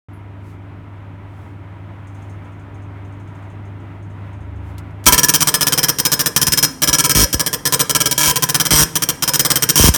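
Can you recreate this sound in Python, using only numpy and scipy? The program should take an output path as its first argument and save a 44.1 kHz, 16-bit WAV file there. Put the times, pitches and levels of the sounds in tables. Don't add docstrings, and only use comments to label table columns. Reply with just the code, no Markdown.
import sys
import numpy as np
from scipy import signal
from scipy.fft import rfft, irfft
from scipy.io import wavfile
from scipy.ndimage import uniform_filter1d

SR = 44100
rng = np.random.default_rng(int(sys.argv[2]) if len(sys.argv) > 2 else 0)


def write(x):
    x = np.atleast_2d(x).T
    wavfile.write(sys.argv[1], SR, np.round(np.clip(x, -1, 1) * 32767).astype(np.int16))


N = 439677
TIME = np.arange(N) / SR


def undb(db):
    return 10 ** (np.asarray(db) / 20)


def unit(x):
    return x / np.sqrt(np.mean(x ** 2))


def spectrum_gain(points, hz):
    f, db = np.transpose(points)
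    return undb(np.interp(np.log(hz), np.log(f), db))


def band(x, lo_hz, hi_hz, order=2):
    sections = signal.butter(order, [lo_hz, min(hi_hz, .49 * SR)], "band", fs=SR, output="sos")
    return signal.sosfilt(sections, x + 1e-18)


def convolve(x, response):
    return signal.oaconvolve(x, response)[:N]


def impulses(times, sizes):
    return np.bincount((np.asarray(times) * SR).astype(int), sizes, N)[:N]


def repeats(groups, period_s):
    return np.transpose([(s + k * period_s, db) for s, count, db in groups for k in range(round(count))])


def wander(rate_hz):
    hold = int(SR / rate_hz)
    steps = np.repeat(rng.standard_normal(N // hold + 1), hold)
    return 1.18 * uniform_filter1d(uniform_filter1d(steps, hold), hold)[:N]


def shifting_filter(x, responses, rate_hz):
    shares = np.array([wander(rate_hz) for _ in responses])
    shares = shares / np.linalg.norm(shares, axis=0)
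    return sum(convolve(x * share, response) for share, response in zip(shares, responses))


def resonator(modes, broad=None, size=16384):
    hz = np.fft.rfftfreq(size, 1 / SR) + 1
    power = sum(undb(db) ** 2 / (1 + ((hz ** 2 - f ** 2) / (hz * width)) ** 2) for f, width, db in modes)
    if broad is not None:
        power = power + spectrum_gain(broad, hz) ** 2
    cepstrum = irfft(np.log(power))[:size // 2]
    response = irfft(np.exp(rfft(cepstrum, size)))[:size // 2]
    return response / np.linalg.norm(response)


def approach(start_db, rise_db, approach_s=3.6):
    return start_db + rise_db * np.clip(TIME / approach_s, 0, 1)


def duck(db, fade_s=.25):
    return undb(db * np.clip((TIME - MARKING_S) / fade_s, 0, 1))


# f/Hz, relative spectral level/dB
AIR_SPECTRUM = [(15, -52), (25, -43), (48, -13), (76, -24.5), (102, -10.5), (123, -16), (145, -12),
                (206, -17.5), (293, -19), (476, -26), (591, -20.5), (1290, -26.5), (2280, -32), (3400, -41),
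                (4500, -52.5), (16000, -64)]
# f/Hz, bandwidth/Hz, relative level/dB
FAN_MODES = [(820, 120, -3), (956, 43, 4), (1296, 150, -1.5), (2070, 240, -7)]


def fans(split_hz=450, flicker_db=.8, size=2 ** 19):
    hz = np.fft.rfftfreq(size, 1 / SR) + 1e-3
    air = rfft(rng.standard_normal(size)) * spectrum_gain(AIR_SPECTRUM, hz)
    rumble, rush = (unit(irfft(air * side)[:N]) for side in (hz < split_hz, hz >= split_hz))
    casing = convolve(rng.standard_normal(N), resonator(FAN_MODES))
    casing = unit(band(casing, 500, 3000)) * undb(-4 + 2 * wander(70))
    rumble_gain = undb(approach(-42.5, 3.3) + flicker_db * wander(12))
    rush_gain = undb(approach(-48, 1.9) + flicker_db * wander(12)) * duck(-1)
    return rumble_gain * rumble + rush_gain * (rush + casing)


# f/Hz, relative level/dB
HUM_TONES = [(100, -37), (158, -53.5), (286, -51.5), (338, -59.5), (593, -64), (988, -66)]


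def hum(waver_db=1.0):
    tones = sum(undb(db + waver_db * wander(5.3)) * np.sin(2 * np.pi * (hz * TIME + rng.random()))
                for hz, db in HUM_TONES)
    return np.sqrt(2) * undb(approach(1.36, 2.85)) * tones


# t/s, f/Hz
DRONE_PITCH = [(0.15, 75.9), (0.41, 75.9), (1.14, 81.7), (3.26, 74.7), (5.0, 73.2)]


def drone(db=-46.5, swell_db=11, swell_s=4.61, swell_width_s=.38):
    hz = np.interp(TIME, *np.transpose(DRONE_PITCH))
    swell = np.exp(-((TIME - swell_s) / swell_width_s) ** 2)
    gain = undb(db + swell_db * swell + 2 * wander(5.43))
    return np.sqrt(2) * gain * np.sin(2 * np.pi * np.cumsum(hz) / SR)


def hiss():
    return unit(band(rng.standard_normal(N), 1700, 10000, order=1))


# centre t/s, half-width/s, level/dB
SWISHES = [(.49, 0.059, -61), (1.42, 0.14, -66), (2.25, 0.17, -69), (4.691, 0.052, -62)]


def swishes():
    return hiss() * sum(undb(db) * np.exp(-((TIME - s) / width) ** 2) for s, width, db in SWISHES)


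def high_blip(start_s=.133, db=-58, decay_s=.03):
    peaks = [(10400, 300, 0), (12900, 400, -8)]
    noise = unit(convolve(rng.standard_normal(N), resonator(peaks)))
    envelope = convolve(impulses([start_s], [undb(db)]), np.exp(-TIME[:SR // 5] / decay_s))
    return envelope * band(noise, 9500, 14000)


# start t/s, count, mean level/dB
TICK_GROUPS = [(2.0705, 4, -58), (2.4445, 3, -63), (2.7451, 2, -62), (3.0485, 7, -61.5), (3.6521, 1, -59),
               (3.8007, 1, -63), (4.026, 2, -62.5), (4.330, 2, -62), (4.5576, 1, -64)]


def ticks(period_s=.0753, decay_s=.026, scatter_db=1.5):
    times, db = repeats(TICK_GROUPS, period_s)
    db = db + scatter_db * rng.standard_normal(len(times))
    modes = [(6450, 210, .5), (7400, 420, -6), (8900, 450, -6.5), (5500, 300, -11)]
    ring = unit(convolve(rng.standard_normal(N), resonator(modes)))
    return ring * convolve(impulses(times, undb(db)), np.exp(-TIME[:SR // 8] / decay_s))


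# t/s, level/dB
CLICKS = [(4.781, -38), (4.9071, -60), (5.0408, -35), (5.0577, -19)]


def clicks(decay_s=.0087):
    times, db = np.transpose(CLICKS)
    return hiss() * convolve(impulses(times, undb(db)), np.exp(-TIME[:SR // 8] / decay_s))


# lower f/Hz, upper f/Hz, early level/dB, tail level/dB, tail T60/s
ROOM_BANDS = [(93, 565, -12, -5, 0.45), (720, 2230, -1, -5, 0.33), (2330, 12400, -11, -16, 0.52),
              (8860, 24000, -2.5, -22.5, 0.33)]


def room_response(build_s=.0011, early_t60_s=.042):
    t = TIME[:int(.6 * SR)]
    onset = 1 - np.exp(-(t / build_s) ** 2)
    response = 0
    for lo_hz, hi_hz, early_db, tail_db, tail_t60_s in ROOM_BANDS:
        for db, t60_s in (early_db, early_t60_s), (tail_db, tail_t60_s):
            envelope = onset * undb(-60 * t / t60_s)
            reflections = band(envelope * rng.standard_normal(len(t)), lo_hz, hi_hz)
            response = response + undb(db) * reflections / np.linalg.norm(envelope)
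    return response


# t/s, slaps in a row, relative level/dB
GUSTS = [(5.065, 1, -10), (5.1255, 1, -14.5), (6.479, 1, -22), (6.884, 1, -18), (7.1539, 5, -12),
         (7.342, 1, -13), (8.271, 1, -19), (8.717, 2, -14), (8.797, 2, -17), (9.797, 1, -5),
         (9.8406, 1, -4), (9.8737, 1, -12), (9.886, 1, -4.5)]


def gusts(gap_s=.0187, start_hz=520, end_hz=58, glide_s=.0028, thud_s=.022, db=1, flutter_db=-9):
    t = TIME[:SR // 10]
    phase = 2 * np.pi * np.cumsum(end_hz + (start_hz - end_hz) * np.exp(-t / glide_s)) / SR
    thud = np.sin(phase) * np.exp(-(t / thud_s) ** 2)
    times, slap_db = repeats(GUSTS, gap_s)
    slaps = impulses(times, undb(slap_db + db))
    flutter = convolve(slaps, np.exp(-t / glide_s)) * unit(band(rng.standard_normal(N), 310, 930, 1))
    return convolve(slaps, thud) + undb(flutter_db) * flutter


# start t/s, duration/s, f/Hz, level/dB
STEPPER_MOVES = [(6.66, .16, 264, -40), (6.84, .31, 388, -36), (8.85, .11, 163, -36)]


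def stepper_notes(ramp_s=.014, waver_db=2.0):
    notes = 0
    for s, length, hz, db in STEPPER_MOVES:
        gate = np.clip(np.minimum(TIME - s, s + length - TIME) / ramp_s, 0, 1)
        notes = notes + undb(db) * gate * np.sin(2 * np.pi * hz * TIME)
    return notes * undb(-waver_db * wander(40))


def stepper_whirrs(hz=470, spread=.06, fall=.11, lag_s=.011, length_s=.01, db=-30):
    t = TIME[:SR // 20]
    progress = (t - lag_s) / length_s
    whirrs = np.zeros(N + len(t))
    for s, count, *_ in strokes():
        detune, size = rng.standard_normal(2)
        start = min(int((s + count * BLOW_GAP_S) * SR), N)
        phase = 2 * np.pi * np.cumsum(hz * (1 + spread * detune - fall * progress)) / SR
        whirrs[start:start + len(t)] += undb(db + 2 * size) * np.exp(-progress ** 2) * np.sin(phase)
    return whirrs[:N] * (1 + .5 * wander(200))


# start t/s, strokes, period/s, blows per stroke,
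# blows in the last stroke, relative level/dB, relative tube level/dB
STROKE_RUNS = [(5.0644, 2, 0.059, 4, 4, -15, 1.5), (5.1792, 4, 0.053, 3, 4, -15, 2),
               (5.406, 2, 0.066, 4, 4, -14, 3), (5.5409, 2, 0.068, 3, 4, -15, 12),
               (5.6688, 5, 0.054, 3, 3, -14.5, 5.5), (5.9858, 3, 0.066, 3, 4, -15.5, 10),
               (6.1927, 2, 0.067, 4, 3, -15, 8), (6.3623, 6, 0.053, 3, 4, -14, 6),
               (6.8197, 7, 0.055, 4, 15, -15.5, 4.5), (7.3287, 4, 0.067, 3, 3, -17, 2),
               (7.6536, 3, 0.07, 4, 4, -16, 5), (7.8954, 5, 0.054, 3, 3, -15.5, 5),
               (8.1786, 1, 0, 21, 21, -16.5, 0), (8.358, 3, .0656, 3, 3, -16.5, -4),
               (8.5447, 4, .0541, 3, 20, -15, -0.5), (8.955, 3, .0667, 3, 3, -15, -4),
               (9.2234, 2, 0.054, 3, 3, -16.5, 8), (9.336, 2, 0.058, 4, 3, -16, 5),
               (9.4491, 3, .054, 3, 3, -15, 2), (9.6231, 3, .0668, 3, 21, -14, 2),
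               (9.939, 1, 0, 4, 4, -17.5, -7)]
MARKING_S = STROKE_RUNS[0][0]
BLOW_GAP_S, LONG_STROKE_GAP_S = .0067, .00657


def strokes():
    return [(s + k * period, round(last if k == round(count) - 1 else each), db, tube_db)
            for s, count, period, each, last, db, tube_db in STROKE_RUNS for k in range(round(count))]


def blows(opening_db=9.5, settle_s=.12, sleeve_db_per_s=.88, scatter_db=1.73, jitter_s=.00008):
    rows = []
    for s, count, db, tube_db in strokes():
        tube_scatter_db, sleeve_scatter_db = rng.normal(0, [2.0, 1.1])
        elapsed = s - MARKING_S
        stroke_db = db + opening_db * np.exp(-elapsed / settle_s)
        sleeve_db = -3.5 + sleeve_db_per_s * elapsed + sleeve_scatter_db
        gap_s = BLOW_GAP_S if count < 10 else LONG_STROKE_GAP_S
        rows += [(s + k * gap_s, stroke_db, tube_db + tube_scatter_db, sleeve_db) for k in range(count)]
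    times, db, tube_db, sleeve_db = np.transpose(rows)
    scatter, jitter = rng.standard_normal((len(rows), 2)).T
    gain = undb(db + scatter_db * scatter) * np.sqrt(BLOW_GAP_S * SR)
    return times + jitter_s * jitter, gain, undb(tube_db), undb(sleeve_db)


def exhaust(times, gain, lag_s=.00337, width_s=.0011, db=-23):
    pulse = np.exp(-((TIME[:SR // 100] - lag_s) / width_s) ** 2)
    return undb(db) * band(convolve(impulses(times, gain), pulse), 115, 900, order=1)


# f/Hz, relative level/dB
TUBE_MODES = [(5163, 0), (10355, -13), (12283, -15), (12511, -14)]


def tube(times, gain, db=-39, t60_s=.057, linger_db=-13, linger_t60_s=.21, blur_rad=.95):
    t = TIME[:SR // 2]
    hits = impulses(times, gain)
    ring, linger = (convolve(hits, undb(-60 * t / decay)) for decay in (t60_s, linger_t60_s))
    tones = [undb(level) * np.sin(2 * np.pi * hz * TIME + blur_rad * wander(77))
             for hz, level in TUBE_MODES]
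    return undb(db) * (ring * sum(tones) + undb(linger_db) * linger * tones[0])


def chatter(envelope):
    burst = envelope * rng.standard_normal(len(envelope))
    for _ in range(8):
        spectrum = rfft(burst, 2 * len(envelope))
        burst = irfft(spectrum / np.abs(spectrum))[:len(envelope)]
        burst = burst * envelope / np.sqrt(uniform_filter1d(burst ** 2, size=40) + 1e-12)
    return burst / np.linalg.norm(burst)


def impact(times, gain, db=-16, decay_s=.0039):
    tick = chatter(np.exp(-TIME[:SR // 200] / decay_s))
    return undb(db) * band(convolve(impulses(times, gain), tick), 1800, 7000)


def contact_force(times, gain, contact_s=.00384, rattle_s=.0079, rattle_db=-12, drift_db=-7, loose_db=-3):
    t = TIME[:SR // 25]
    envelope = np.exp(-(t / contact_s) ** 4) + undb(rattle_db) * np.exp(-t / rattle_s)
    envelope = envelope / np.linalg.norm(envelope)
    hits = impulses(times, gain)
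    drift = shifting_filter(hits, [chatter(envelope) for _ in range(6)], rate_hz=9)
    loose = np.sqrt(np.abs(convolve(hits ** 2, envelope ** 2))) * rng.standard_normal(N)
    return convolve(hits, chatter(envelope)) + undb(drift_db) * drift + undb(loose_db) * loose


# f/Hz, bandwidth/Hz, relative level/dB
CASING_MODES = [(326, 75, -20.5), (1010, 40, -3.5), (986, 32, -3), (1284, 85, -8), (1608, 20, -4),
                (1706, 56, -4.5), (1900, 110, -30), (2337, 134, -10.5)]
# f/Hz, bandwidth/Hz, relative level/dB
HEAD_MODES = [(4610, 70, -13), (4750, 64, -12), (5700, 160, 3), (5850, 140, -3), (6545, 140, -7),
              (7130, 100, -9), (8245, 140, -1), (8910, 76, -8), (9090, 84, -6), (9560, 70, -8),
              (9880, 90, -6), (11100, 80, -9), (11805, 110, -4), (12710, 100, -6), (13540, 60, -7),
              (13745, 110, -4), (14830, 120, -6), (15970, 110, -11), (16680, 110, -7)]
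# f/Hz, relative level/dB
CRACK_SPECTRUM = [(60, -57), (260, -19.5), (500, -9), (780, -16.5), (1200, -13), (2700, -14), (3700, -11.5),
                  (6200, -9), (7600, -13.5), (9500, -11), (11300, -15), (13300, -14.5), (15400, -23),
                  (17000, -14)]
# f/Hz, bandwidth/Hz, relative level/dB
SLEEVE_MODES = [(3163, 100, 0), (3250, 110, -4)]


def stylus(times, gain, sleeve_gain, sleeve_db=-13):
    force = contact_force(times, gain)
    head = convolve(force, resonator(CASING_MODES + HEAD_MODES, CRACK_SPECTRUM))
    sleeve = convolve(force * np.interp(TIME, times, sleeve_gain), resonator(SLEEVE_MODES))
    return head + undb(sleeve_db) * sleeve


def scene():
    times, gain, tube_gain, sleeve_gain = blows()
    steel = stylus(times, gain, sleeve_gain) + tube(times, gain * tube_gain) + impact(times, gain)
    machine = steel + exhaust(times, gain) + stepper_whirrs() + stepper_notes()
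    echo = shifting_filter(machine, [room_response() for _ in range(4)], rate_hz=4)
    transients = gusts() + ticks() + clicks() + swishes() + high_blip()
    background = (hum() + drone()) * duck(-28) + fans()
    return (machine + echo + transients + background)[None]


def record(dry, start_s=.085, bass_hz=32, ceiling=1.1, top_hz=17200):
    opened = dry * np.clip((TIME - start_s) * 1000, 0, 1)
    thinned = signal.sosfilt(signal.butter(3, bass_hz, "high", fs=SR, output="sos"), opened)
    rounded = thinned / (1 + (np.abs(thinned) / ceiling) ** 6) ** (1 / 6)
    return signal.sosfilt(signal.ellip(10, .2, 70, top_hz, fs=SR, output="sos"), rounded)


dry = scene()
out = record(dry)
write(out)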